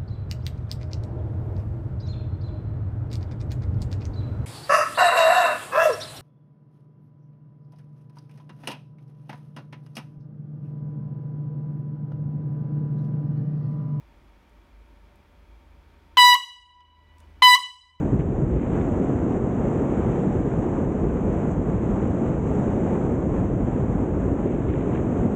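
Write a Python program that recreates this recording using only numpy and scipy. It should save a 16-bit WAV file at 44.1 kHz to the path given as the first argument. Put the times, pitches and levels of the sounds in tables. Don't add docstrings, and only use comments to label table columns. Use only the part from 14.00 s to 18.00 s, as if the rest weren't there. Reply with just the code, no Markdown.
import sys
import numpy as np
from scipy import signal
from scipy.fft import rfft, irfft
from scipy.io import wavfile
from scipy.ndimage import uniform_filter1d, minimum_filter1d

SR = 44100
rng = np.random.default_rng(int(sys.argv[2]) if len(sys.argv) > 2 else 0)


def persist_wave(psi):
    counts = np.round(np.clip(psi, -1, 1) * 32767).astype(np.int16)
    wavfile.write(sys.argv[1], SR, np.atleast_2d(counts).T)


N = 176400

# frequency_hz, relative_db
AIR_SPECTRUM = [(20, -1), (45, 1), (100, 6.5), (170, 3), (335, -2), (503, -8.5), (775, -9), (1000, -9),
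                (2280, -15.5), (3000, -20.5), (5000, -26), (8000, -35), (12000, -34.5), (16000, -37)]
# pitch_hz, width_hz, level_db
MACHINE_HUMS = [(51.7, 12, -72), (340, 25, -100.5), (583.8, 20, -97.5), (920, 30, -95.5), (2330, 350, -100),
                (3300, 430, -104)]
# time_s, level_db
DRONE_SWELL = [(0, -85.5), (1.1, -80.5), (1.5, -77), (2.1, -75.5), (3.201, -70), (4, -72)]
# start_s, level_db (with the gain fully up), centre_hz, length_s
SCUFFS = [(0.493, -68, 7000, 0.0037), (1.155, -65, 9000, .005), (2.805, -45.5, 2200, 0.0039),
          (3.183, -54.5, 5976, .002), (3.193, -61, 5000, .003), (3.201, -54.5, 5480, 0.0045)]
# time_s, pitch_hz, partial_1_db, partial_2_db, partial_3_db, partial_4_db, upper_db
BLAST_CURVES = [
    [(2.175, 1011, -13, -23, -17.5, -26, -33), (2.187, 988.2, -14.5, -16.5, -13, -24.5, -30),
     (2.211, 987, -10.5, -14.5, -13.5, -15.5, -24), (2.229, 979, -13, -15, -29, -16.5, -28),
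     (2.237, 984.4, -9.5, -17.5, -27.5, -16.5, -30), (2.271, 985, -17.5, -16, -26.5, -20, -26.5),
     (2.297, 981.3, -15, -16.5, -31, -19.5, -25.5), (2.313, 985, -18.5, -19, -19, -21.5, -29.5),
     (2.331, 978.5, -18, -16.5, -16.5, -20.5, -32.5), (2.344, 975, -17, -21, -32, -24, -28.5)],
    [(3.426, 1010, -12, -14.5, -19, -21.5, -36), (3.444, 1002, -15, -18, -12.5, -20, -25),
     (3.462, 998.3, -13, -15, -16.5, -19.5, -29.5), (3.488, 989.4, -9, -14.5, -20.5, -19, -22.5),
     (3.502, 997.3, -15.5, -16, -32.5, -15.5, -25), (3.51, 989.5, -18, -17.5, -22, -20, -28),
     (3.544, 988.8, -16.5, -14.5, -18, -19.5, -31.5), (3.549, 982, -15.5, -21, -31.5, -22.5, -27)],
]
# harmonic_number, offset_db (from upper_db)
UPPER_PARTIALS = [(5, -2), (6, -9.5), (7, -10), (8, -9.5), (9, -11.5), (10, -17.5), (11, -15.5), (12, -15),
                  (13, -12), (14, -19.5), (15, -14.5), (16, -29)]
# frequency_hz, relative_db
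PUFF_SPECTRUM = [(25, -50), (100, -29), (400, -14.5), (1000, -0.5), (3000, 6), (6000, -6.5), (10000, -15.5),
                 (16000, -27)]
# frequency_hz, relative_db
SPIT_SPECTRUM = [(300, -51), (1500, -25), (3500, -6), (5500, 8.5), (8000, -1), (12000, -10.5), (16000, -20)]
# frequency_hz, relative_db
REVERB_COLOUR = [(500, -2), (1000, 1.5), (2000, -3.5), (3000, 3.5), (4000, -4.5), (7000, -1), (14000, -3.5)]
# frequency_hz, t60_s
ROOM_DECAY = [(500, 0.4), (1000, 0.3), (2000, 0.39), (3000, 0.46), (6000, 0.46), (9000, .45), (14000, 0.26)]
# frequency_hz, t60_s
HALL_DECAY = [(500, 1.5), (1000, 1.26), (3000, 1.25), (6000, 0.87), (12000, 0.62)]

VALVE_OPENS_S = (2.1702, 3.4205)
ATTACK_S, BRIGHTEN_S = .0014, .003
RELEASE_S, RELEASE_DB = .028, -46.5
LOW_FADE_DB, UPPER_FADE_DB = (5.5, -57, .5, -84), -320
FLICK_DEPTH, FLICK_S, FLUTTER_DEPTH = .15, .017, .03
WANDER_DB, WANDER_S = 3.0, .035
RASP_DEPTH, RASP_S = .13, .019
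PUFF_DB, PUFF_S, SPIT_DB, SPIT_S = -23, .012, -38.5, .0076
HORN_LOW_CUT_HZ = 500
BOOST_DB, TARGET_DB, RECOVER_DB_PER_S = 24, -14.5, 32
BASS_HZ, BASS_SHARE, BASS_LAG_S = 180, .7, .055
CEILING, HIGH_CUT_HZ = .72, 15900


def amp(db):
    return 10 ** (np.asarray(db) / 20)


def unit_rms(x):
    return x / np.sqrt(np.mean(x ** 2) + 1e-20)


def curve_at(points, hz):
    f, value = np.transpose(points)
    return np.interp(np.log(hz + 1), np.log(f + 1), value)


def add(mix, start_s, sound):
    part = mix[round(start_s * SR):][:len(sound)]
    part += sound[:len(part)]


def coloured_noise(spectrum, size):
    gain = amp(curve_at(spectrum, np.fft.rfftfreq(size, 1 / SR)))
    return unit_rms(irfft(rfft(rng.standard_normal(size)) * gain, size))


def narrow_noise(hz, width_hz):
    detune = 2 * (np.fft.rfftfreq(N, 1 / SR) - hz) / width_hz
    return unit_rms(irfft(rfft(rng.standard_normal(N)) / (1 + detune ** 2), N))


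def wobble(size, span, passes=1):
    noise = rng.standard_normal(SR // 2)
    for _ in range(passes):
        noise = uniform_filter1d(noise, span)
    return unit_rms(noise)[:size]


def room_tone():
    t = np.arange(N) / SR
    hums = sum(amp(db) * narrow_noise(hz, width) for hz, width, db in MACHINE_HUMS)
    air = amp(-82) * coloured_noise(AIR_SPECTRUM, N)
    drone_hz = 78.3
    drone = np.sqrt(2) * np.sin(2 * np.pi * drone_hz * t) + .19 * narrow_noise(drone_hz, width_hz=14)
    swell = amp(np.interp(t, *np.transpose(DRONE_SWELL)))
    return air + hums + swell * drone


def finger_scuffs():
    out, t = np.zeros(N), np.arange(1500) / SR
    spread = 2 ** .9
    for start_s, db, hz, length_s in SCUFFS:
        band = signal.butter(2, [hz / spread, min(hz * spread, 20000)], "band", fs=SR)
        grain = unit_rms(signal.lfilter(*band, rng.standard_normal(len(t))))
        envelope = t / length_s * np.exp(1 - 2 * t / length_s)
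        add(out, start_s, amp(db - BOOST_DB) * grain * envelope)
    return out


def horn_tone(t, since_open, since_shut, curves):
    times, pitch_hz, *low_db, upper_db = np.transpose(curves)
    flutter = FLUTTER_DEPTH * wobble(len(t), span=60)
    bend = 1 + (FLICK_DEPTH + flutter) * np.minimum(since_shut / FLICK_S, 1)
    phase = 2 * np.pi * np.cumsum(np.interp(t, times, pitch_hz) * bend) / SR
    brighten = 1 - np.exp(-(since_open / BRIGHTEN_S) ** 2)
    release = (since_shut / RELEASE_S) ** 2
    tone = 0
    for k, db in enumerate(low_db, 1):
        onset = 1 if k % 2 else brighten
        level_db = np.interp(t, times, db) + LOW_FADE_DB[k - 1] * release
        tone += onset * amp(level_db) * np.sin(k * phase + k * k)
    for k, offset_db in UPPER_PARTIALS:
        wander_db = WANDER_DB * wobble(len(t), round(WANDER_S * SR), passes=2)
        level_db = np.interp(t, times, upper_db) + offset_db + wander_db + UPPER_FADE_DB * release
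        tone += brighten * amp(level_db) * np.sin(k * phase + 2 * np.pi * rng.random())
    return tone


def horn_blast(open_s, curves):
    shut_s = curves[-1][0]
    t = np.arange(open_s, shut_s + RELEASE_S, 1 / SR)
    since_open, since_shut = t - open_s, np.maximum(t - shut_s, 0)
    tone = np.sqrt(2) * horn_tone(t, since_open, since_shut, curves)
    attack = 1 - np.exp(-(since_open / ATTACK_S) ** 2)
    envelope = attack * amp(RELEASE_DB * (since_shut / RELEASE_S) ** 2)
    rasp = 1 + RASP_DEPTH * np.exp(-since_open / RASP_S) * wobble(len(t), span=70)
    blare = signal.lfilter(*signal.butter(2, HORN_LOW_CUT_HZ, "high", fs=SR), envelope * rasp * tone)
    puff = amp(PUFF_DB) * coloured_noise(PUFF_SPECTRUM, SR // 2)[:len(t)]
    puff *= envelope * np.exp(-since_open / PUFF_S)
    spit = amp(SPIT_DB) * coloured_noise(SPIT_SPECTRUM, SR // 2)[:len(t)]
    spit *= np.exp(-((t - shut_s - SPIT_S) / SPIT_S) ** 2)
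    return blare + puff, spit


def reverb(send, decay, level_db, first_echo_s=.006):
    echoes, spacing = np.zeros(2 * SR), 20
    slots = np.arange(round(first_echo_s * SR), 2 * SR - spacing, spacing)
    jitter = rng.integers(0, spacing, 2 * SR)[:len(slots)]
    echoes[slots + jitter] = rng.choice([-1., 1.], 2 * SR)[:len(slots)]
    hz, t, bands = signal.stft(echoes, SR, nperseg=256)
    tail_db = curve_at(REVERB_COLOUR, hz)[:, None] - 60 * t / curve_at(decay, hz)[:, None]
    tail = signal.istft(bands * amp(tail_db), SR, nperseg=256)[1]
    return amp(level_db) * signal.fftconvolve(send, tail / np.linalg.norm(tail))[:N]


def gain_control(dry):
    power_db = 10 * np.log10(abs(uniform_filter1d(dry[0] ** 2, 88)) + 1e-12)
    recovery_db = np.arange(N) * RECOVER_DB_PER_S / SR
    held_db = np.maximum.accumulate(power_db + recovery_db) - recovery_db
    lift_db = uniform_filter1d(np.clip(TARGET_DB - held_db, 0, BOOST_DB), 44)
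    pole = np.exp(-1 / (BASS_LAG_S * SR))
    lagged_db = signal.lfilter([1 - pole], [1, -pole], lift_db, zi=[pole * lift_db[0]])[0]
    bass = signal.sosfiltfilt(signal.butter(2, BASS_HZ, fs=SR, output="sos"), dry)
    return (dry - bass) * amp(lift_db) + bass * amp(BASS_SHARE * lagged_db)


def limiter(x):
    peak = -minimum_filter1d(-abs(x), 132)
    return x * uniform_filter1d(np.minimum(CEILING / (peak + 1e-9), 1), 88)


def scene():
    direct, spit_send = finger_scuffs(), np.zeros(N)
    for open_s, curves in zip(VALVE_OPENS_S, BLAST_CURVES):
        horn, spit = horn_blast(open_s, curves)
        add(direct, open_s, horn + spit)
        add(spit_send, open_s, amp(.5) * spit)
    send = direct + spit_send
    room = reverb(send, ROOM_DECAY, level_db=-13)
    hall = reverb(send, HALL_DECAY, level_db=-39.5)
    return (direct + room + hall + room_tone())[None]


def record(dry):
    high_cut = signal.firwin(511, HIGH_CUT_HZ, window=("kaiser", 12), fs=SR)
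    return signal.oaconvolve(limiter(gain_control(dry)), high_cut[None], "same")


dry = scene()
out = record(dry)
persist_wave(out)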